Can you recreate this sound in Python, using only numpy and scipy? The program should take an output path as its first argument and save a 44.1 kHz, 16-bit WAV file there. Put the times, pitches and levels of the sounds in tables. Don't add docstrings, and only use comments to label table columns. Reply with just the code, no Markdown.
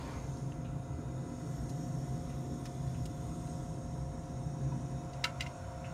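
import sys
import numpy as np
from scipy import signal
from scipy.fft import rfft, irfft, next_fast_len
from scipy.io import wavfile
from scipy.ndimage import uniform_filter1d, map_coordinates

SR = 44100
rng = np.random.default_rng(int(sys.argv[2]) if len(sys.argv) > 2 else 0)


def master_out(mix):
    frames = np.transpose(np.atleast_2d(mix))
    ceiling = np.clip(frames, -1, 1)
    pcm = np.round(ceiling * 32767).astype(np.int16)
    wavfile.write(sys.argv[1], SR, pcm)


N = 261689


def amp(db):
    return 10 ** (np.asarray(db) / 20)


def unit(x):
    return x / np.sqrt(np.mean(x ** 2) + 1e-20)


def along(points, hz):
    f, v = np.transpose(points)
    return np.interp(np.log(hz + 1), np.log(f + 1), v)


def curves(rows):
    s, *cols = np.transpose(rows)
    return [np.interp(np.arange(N) / SR, s, c) for c in cols]


def ramp(start_s, length_s):
    return np.clip((np.arange(N) / SR - start_s) / length_s, 0, 1)


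def wobble(rate):
    knots = rng.standard_normal(int(N * rate / SR) + 4)
    return map_coordinates(knots, [np.arange(N) * rate / SR])


def filtered(x, response):
    m = next_fast_len(len(x) + 8192)
    return irfft(rfft(x, m) * response(np.fft.rfftfreq(m, 1 / SR)), m)[:len(x)]


def lifts(peaks, hz):
    return sum(db / (1 + (2 * (hz - c) / w) ** 2) for c, w, db in peaks)


def resonant(modes):
    def gain(f):
        return np.sqrt(sum(amp(2 * db) / (1 + (2 * (f - c) / w) ** 2) ** 1.87 for c, w, db in modes))
    return gain


def smooth_field(shape, bins, frames):
    across = uniform_filter1d(rng.standard_normal(shape), size=bins, axis=0)
    return unit(uniform_filter1d(across, size=frames, axis=1))


def rush(gain, patchy_db, comb_db=4.0):
    z = signal.stft(rng.standard_normal(N), nperseg=1024)[2]
    patches = smooth_field(z.shape, bins=10, frames=6)
    comb = smooth_field(z.shape, bins=2, frames=90)
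    field = amp(patchy_db * patches + comb_db * comb)
    return unit(filtered(signal.istft(z * field, nperseg=1024)[1][:N], gain))


def tone(hz, waver_hz):
    cycles = np.cumsum(hz + waver_hz * wobble(6.06)) / SR
    return np.sqrt(2) * np.sin(2 * np.pi * (cycles + rng.random()))


# (time [s], closeness [0-1])
FACING = [(0, 0.74), (.4, 0.82), (.65, 0.02), (1.05, 0.32), (1.6, 0.97), (2.5, 0.86), (3.55, 0.91),
          (4.1, 0.25), (4.6, 0.55), (5.93, 0.25)]
THINS_S, THINNING_S = 5.08, 0.12


def heard(far_db, close_db, thin_db):
    return far_db + close_db * curves(FACING)[0] + thin_db * ramp(THINS_S, THINNING_S)


# (frequency [Hz], width [Hz], relative level [dB])
FIREBOX = [(132.1, 12.2, 0.5), (159.6, 27.6, -7)]
# (time [s], level [dB])
ROAR = [(0, -45), (.6, -43), (1.4, -42), (1.96, -36.5), (2.4, -44.5), (3.3, -38), (4.3, -41), (4.75, -37.5),
        (5.1, -45.5), (5.65, -48.5), (5.93, -39)]


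def flame_roar():
    roar_db, = curves(ROAR)
    return amp(roar_db + 0.21 * wobble(2.8)) * rush(resonant(FIREBOX), patchy_db=0.4, comb_db=1.0)


# (frequency [Hz], relative level [dB per Hz])
BOOM = [(20, -50), (32, -16), (42, -11), (65, 0.5), (90, -5.5), (110, -5), (200, -37), (400, -91)]


def flame_boom():
    level_db = heard(far_db=-46.5, close_db=0, thin_db=-1.5)
    return amp(level_db) * rush(lambda f: amp(along(BOOM, f)), patchy_db=-1.0, comb_db=1.9)


# (frequency [Hz], width [Hz], relative level [dB])
PANELS = [(242, 33, 1), (292.4, 78, -2.5), (355, 84, -12.5), (429.4, 49, -12)]


def panels():
    level_db = heard(far_db=-49.5, close_db=2, thin_db=-5.5) + 0.87 * wobble(6)
    return amp(level_db) * rush(resonant(PANELS), patchy_db=0.7, comb_db=-0.4)


# (frequency [Hz], relative level [dB per Hz])
GAS = [(1760, -41), (3000, -5), (3530, -1.5), (3930, -3.5), (4880, -5.5), (5400, 2.5), (5910, 1),
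       (6670, 3.5), (7790, -6), (8530, -0.5), (11000, -13), (12600, -19.5), (13500, -35), (14500, -45),
       (16400, -51), (22000, -120)]
# (frequency [Hz], width [Hz], lift [dB])
JETS = [(4600, 81, 3), (5490, 140, 5), (6540, 150, 4), (6730, 300, 6), (7200, 250, 4.5), (8320, 110, 7),
        (9200, 250, 4), (10020, 120, 4.5), (10360, 80, 4), (10790, 70, 6), (11000, 80, 5), (11300, 200, 3),
        (12320, 120, 5)]


def gas_hiss():
    level_db = heard(far_db=-67, close_db=7.5, thin_db=1) + 0.58 * wobble(4.2)
    return amp(level_db) * rush(lambda f: amp(along(GAS, f) + lifts(JETS, f)), patchy_db=1.28, comb_db=3)


# (frequency [Hz], width [Hz], relative level [dB])
WHISTLE = [(12930, 200, 0), (13200, 300, -4), (13720, 90, -4), (13990, 120, -4)]
WHISTLE_RAMP_S = 0.25


def top_whistle():
    in_line = ramp(1.25, WHISTLE_RAMP_S) - ramp(3.6, WHISTLE_RAMP_S)
    at_first = 1 - ramp(0.3, WHISTLE_RAMP_S)
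    return amp(-92 + 13 * in_line + 10 * at_first) * rush(resonant(WHISTLE), patchy_db=1, comb_db=2)


# (frequency [Hz], relative level [dB per Hz])
AIRFLOW = [(210, -65), (350, -27), (480, -8.5), (550, -6.5), (640, -10.5), (800, -11.5), (1000, -12),
           (1200, -15), (1400, -14.5), (1820, -22), (2350, -25.5), (3740, -35), (5000, -40), (8000, -89)]
# (frequency [Hz], width [Hz], lift [dB])
DUCT = [(545, 30, 3), (690, 45, 6), (965, 80, 7), (1330, 80, 3)]


def duct_air():
    level_db = heard(far_db=-57, close_db=1, thin_db=3.5)
    return amp(level_db) * rush(lambda f: amp(along(AIRFLOW, f) + lifts(DUCT, f)), patchy_db=.9, comb_db=1.6)


# (frequency [Hz], level re its TONES column [dB], pitch waver [Hz], TONES column [0-2])
MOTOR = [(528.4, 0, 1, 0), (665.6, 0, .5, 1), (711.8, 0, .3, 2), (832, -18, .6, 2), (954, -15, .6, 2),
         (1057, -15, .8, 0), (1088, -16, 1, 2)]
# (time [s], low level [dB], middle level [dB], top level [dB])
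TONES = [(0, -58, -61, -59), (.5, -59.5, -63.5, -58.5), (1.2, -59.5, -62.5, -60), (1.8, -59, -63, -56.5),
         (3.3, -58, -62.5, -56), (4, -57, -62, -56), (4.8, -57, -63.5, -57), (5.25, -57.5, -58.5, -54.5),
         (5.93, -57, -56.5, -55)]


def motor():
    level_db = curves(TONES)
    return sum(amp(level_db[k] + db + .8 * wobble(5)) * tone(hz, waver) for hz, db, waver, k in MOTOR)


# (frequency [Hz], width [Hz])
RINGS = [(2015, 50), (2580, 80), (3740, 190)]
# (time [s], low level [dB], middle level [dB], top level [dB])
RING_LEVELS = [(0, -80, -86, -79), (.6, -76, -87, -80), (1.2, -74, -87, -76), (2, -74, -85, -80),
               (3.5, -77, -84, -79), (4.2, -85, -85, -78), (4.8, -81, -77, -76), (5.93, -80, -79, -78)]


def rings():
    return sum(amp(level_db) * rush(resonant([(hz, width, 0)]), patchy_db=2.1, comb_db=-0.5)
               for (hz, width), level_db in zip(RINGS, curves(RING_LEVELS)))


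# (time [s], peak level [dB], brightness [dB per octave],
# damping [factor], hollow body level [dB], attack time constant [s], hard contact level [dB])
TAPS = [(5.133, -46.5, 12, 0.58, -10, .0003, 14), (5.238, -37, -11, 2.1, -11, .002, -10),
        (5.242, -14, 6, 1.6, -9, 0.00011, 21), (5.2443, -19.5, -0.5, 1.18, 5, 0.00017, 5),
        (5.2456, -28, 2, 2, -12, 0.00015, 9), (5.254, -32, -5, 1.1, -9, 0.00049, 0),
        (5.398, -45, -1, 1, -16, .003, -10), (5.4068, -25, 1.5, 1.9, -13, 0.0015, -3),
        (5.4114, -33, -8, 0.7, -11, .0005, 3), (5.422, -36.5, 3, 0.88, -5, .0015, 7),
        (5.463, -38.5, -17, 1, -26, 0.0014, -5), (5.468, -46, 11, 1.6, -12, 0.00088, 0)]
# (frequency [Hz], relative level [dB], 60 dB decay at damping 1 [s])
GAUGE = [(972, -14, 0.14), (1333, -13, 0.14), (1450, -5, 0.057), (1540, -4.5, 0.05), (2090, 3, 0.045),
         (2167, -0.5, 0.03), (2280, -2, 0.033), (2500, -13, 0.092), (2775, 4.5, 0.034), (3080, -3.5, 0.05),
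         (3150, -12, 0.034), (3760, -15, 0.029), (3822, -12, 0.033), (3966, 0.5, 0.028), (4320, -4, 0.024),
         (4640, 2.5, 0.022), (5000, -7, 0.047), (5380, -10, 0.066), (5720, -16, 0.073), (6260, -9, 0.067),
         (7110, -17, 0.089), (9100, -50, 0.028)]
BODY_HZ, BODY_RISE_S = 1700, 0.0043
RATTLE, RATTLE_HZ = 0.094, 200
SNAP_HZ, SNAP_T60_S = 4220, 0.0017
STRIKE_SCATTER_DB, PHASE_SCATTER = 1.5, .06


def gauge():
    out, t = np.zeros(N + SR), np.arange(SR // 5) / SR
    hz, level_db, t60 = np.transpose(GAUGE)[:, :, None]
    low = hz[:, 0] < BODY_HZ
    for s, db, tilt_db, damping, body_db, attack, snap_db in TAPS:
        scatter_db = STRIKE_SCATTER_DB * rng.standard_normal(hz.shape)
        strike_db = level_db + tilt_db * np.log2(hz / 2500) + scatter_db
        cycles = hz * t + PHASE_SCATTER * rng.standard_normal(hz.shape)
        modes = amp(strike_db - 60 * t * damping / t60) * np.sin(2 * np.pi * cycles)
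        body = amp(body_db) * (1 - np.exp(-t / BODY_RISE_S)) * modes[low].sum(axis=0)
        buzz = filtered(rng.standard_normal(len(t)), lambda f: np.exp(-(f / RATTLE_HZ) ** 2))
        rattle = 1 + RATTLE * unit(buzz)
        noise = filtered(rng.standard_normal(len(t)),
                         lambda f: (f / 3800) ** 1.9 / (1 + (f / 3800) ** 3.66))
        snap = amp(snap_db - 60 * t / SNAP_T60_S) * np.sin(2 * np.pi * SNAP_HZ * t)
        noise_decay = .9 * amp(-60 * t / 0.0094) + 0.27 * amp(-60 * t * damping / 0.14)
        crack = snap + noise_decay * unit(noise)
        tap = (1 - np.exp(-t / attack)) * (modes[~low].sum(axis=0) * rattle + crack) + body
        out[round(s * SR):][:len(t)] += amp(db) * tap / np.abs(tap).max()
    return out[:N]


# (time [s], level [dB], centre [Hz], width [octaves], decay constant [s])
TICKS = [(0.288, -67, 3600, .2, 0.013), (0.37, -58.5, 6500, .9, .008), (0.519, -54.5, 2300, 0.41, 0.0076),
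         (0.644, -64, 2490, 0.45, 0.037), (1.693, -50.5, 6000, 0.78, 0.014),
         (2.294, -62.5, 2400, 0.6, 0.041), (2.6545, -47, 3560, 1.7, 0.012), (2.942, -62, 2700, 0.36, 0.032),
         (3.055, -45, 6000, 1, 0.0087), (3.47, -63, 3000, 1, 0.016), (4.718, -50, 952, 0.031, 0.032),
         (5.84, -56.5, 2200, 0.55, 0.045)]
# (frequency [Hz], width [Hz], lift [dB])
CASE = [(2800, 600, 2), (5300, 500, 5), (7100, 600, 4), (9000, 500, 5), (11200, 400, 7), (14500, 3000, -6)]
TICK_COLOUR_DB, TICK_GRAIN_DB = 2.5, 3


def ticks():
    out, t = np.zeros(N + SR), np.arange(SR // 5) / SR
    for s, db, hz, octaves, length in TICKS:
        bumps = rng.standard_normal(60)

        def colour(f):
            band = np.exp(-.5 * (np.log2((f + 1) / hz) / octaves) ** 2)
            chance = np.interp(f, np.linspace(0, SR / 2, len(bumps)), bumps)
            return band * amp(lifts(CASE, f) + TICK_COLOUR_DB * chance)

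        shape = (1 - np.exp(-t / (.04 * length))) * np.exp(-(t / length) ** 1.2)
        grain = unit(uniform_filter1d(rng.standard_normal(len(t)), size=40))
        burst = unit(filtered(rng.standard_normal(len(t)), colour))
        out[round(s * SR):][:len(t)] += amp(db) * shape * amp(TICK_GRAIN_DB * grain) * burst
    return out[:N]


# (frequency [Hz], relative level [dB per Hz])
FADING_NOISE = [(25, -28), (60, 4.5), (110, -0.5), (200, -1), (400, -3.5), (515, -7.5), (928, -8.5),
                (1420, -15), (2300, -17), (3200, -25), (6400, -31.5), (12400, -39.5), (13000, -46),
                (14200, -52), (15000, -57)]
# (frequency [Hz], level re its rush [dB])
FADING_TONES = [(925, -14), (2380, -24), (4080, -33), (4503, -27), (4548, -28), (5025, -30)]
CROSSFADE_S, FADING_HOLD_S = 0.37, 0.076


def other_machine():
    whines = sum(amp(db) * tone(hz, 1.4) for hz, db in FADING_TONES)
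    noise = rush(lambda f: amp(along(FADING_NOISE, f)), patchy_db=1.2, comb_db=1.5)
    fade = 1 - ramp(FADING_HOLD_S, CROSSFADE_S - FADING_HOLD_S)
    return amp(-45.5) * fade * (noise + whines)


ROOM_DB, ROOM_T60_S, ROOM_HZ = -15.5, 0.18, 1990


def room(x):
    t = np.arange(SR // 3) / SR
    dull = filtered(rng.standard_normal(len(t)), lambda f: 1 / (1 + (f / ROOM_HZ) ** 2))
    tail = dull * amp(-60 * t / ROOM_T60_S)
    return x + amp(ROOM_DB) * signal.fftconvolve(x, tail / np.linalg.norm(tail))[:N]


# (frequency [Hz], level [dB])
CLOSE = [(500, 0), (850, 1.5), (1300, 4), (6000, -2), (9000, -3.5), (12500, -8.5), (15000, -4), (16000, -8)]


def scene():
    close = filtered(room(gauge() + ticks()), lambda f: amp(along(CLOSE, f)))
    burner = flame_roar() + flame_boom() + panels() + duct_air() + gas_hiss() + top_whistle()
    fade_in = amp(-4 * (1 - ramp(0, CROSSFADE_S)))
    return (fade_in * (burner + rings() + motor()) + other_machine() + close)[None]


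TOP_HZ = 15750


def record(dry):
    white = amp(-78.0) * rng.standard_normal(N)
    hiss = filtered(white, lambda hz: 1 / (1 + (9000 / (hz + 1)) ** 4))
    return filtered(dry[0] + hiss, lambda hz: hz < TOP_HZ)[None]


dry = scene()
out = record(dry)
master_out(out)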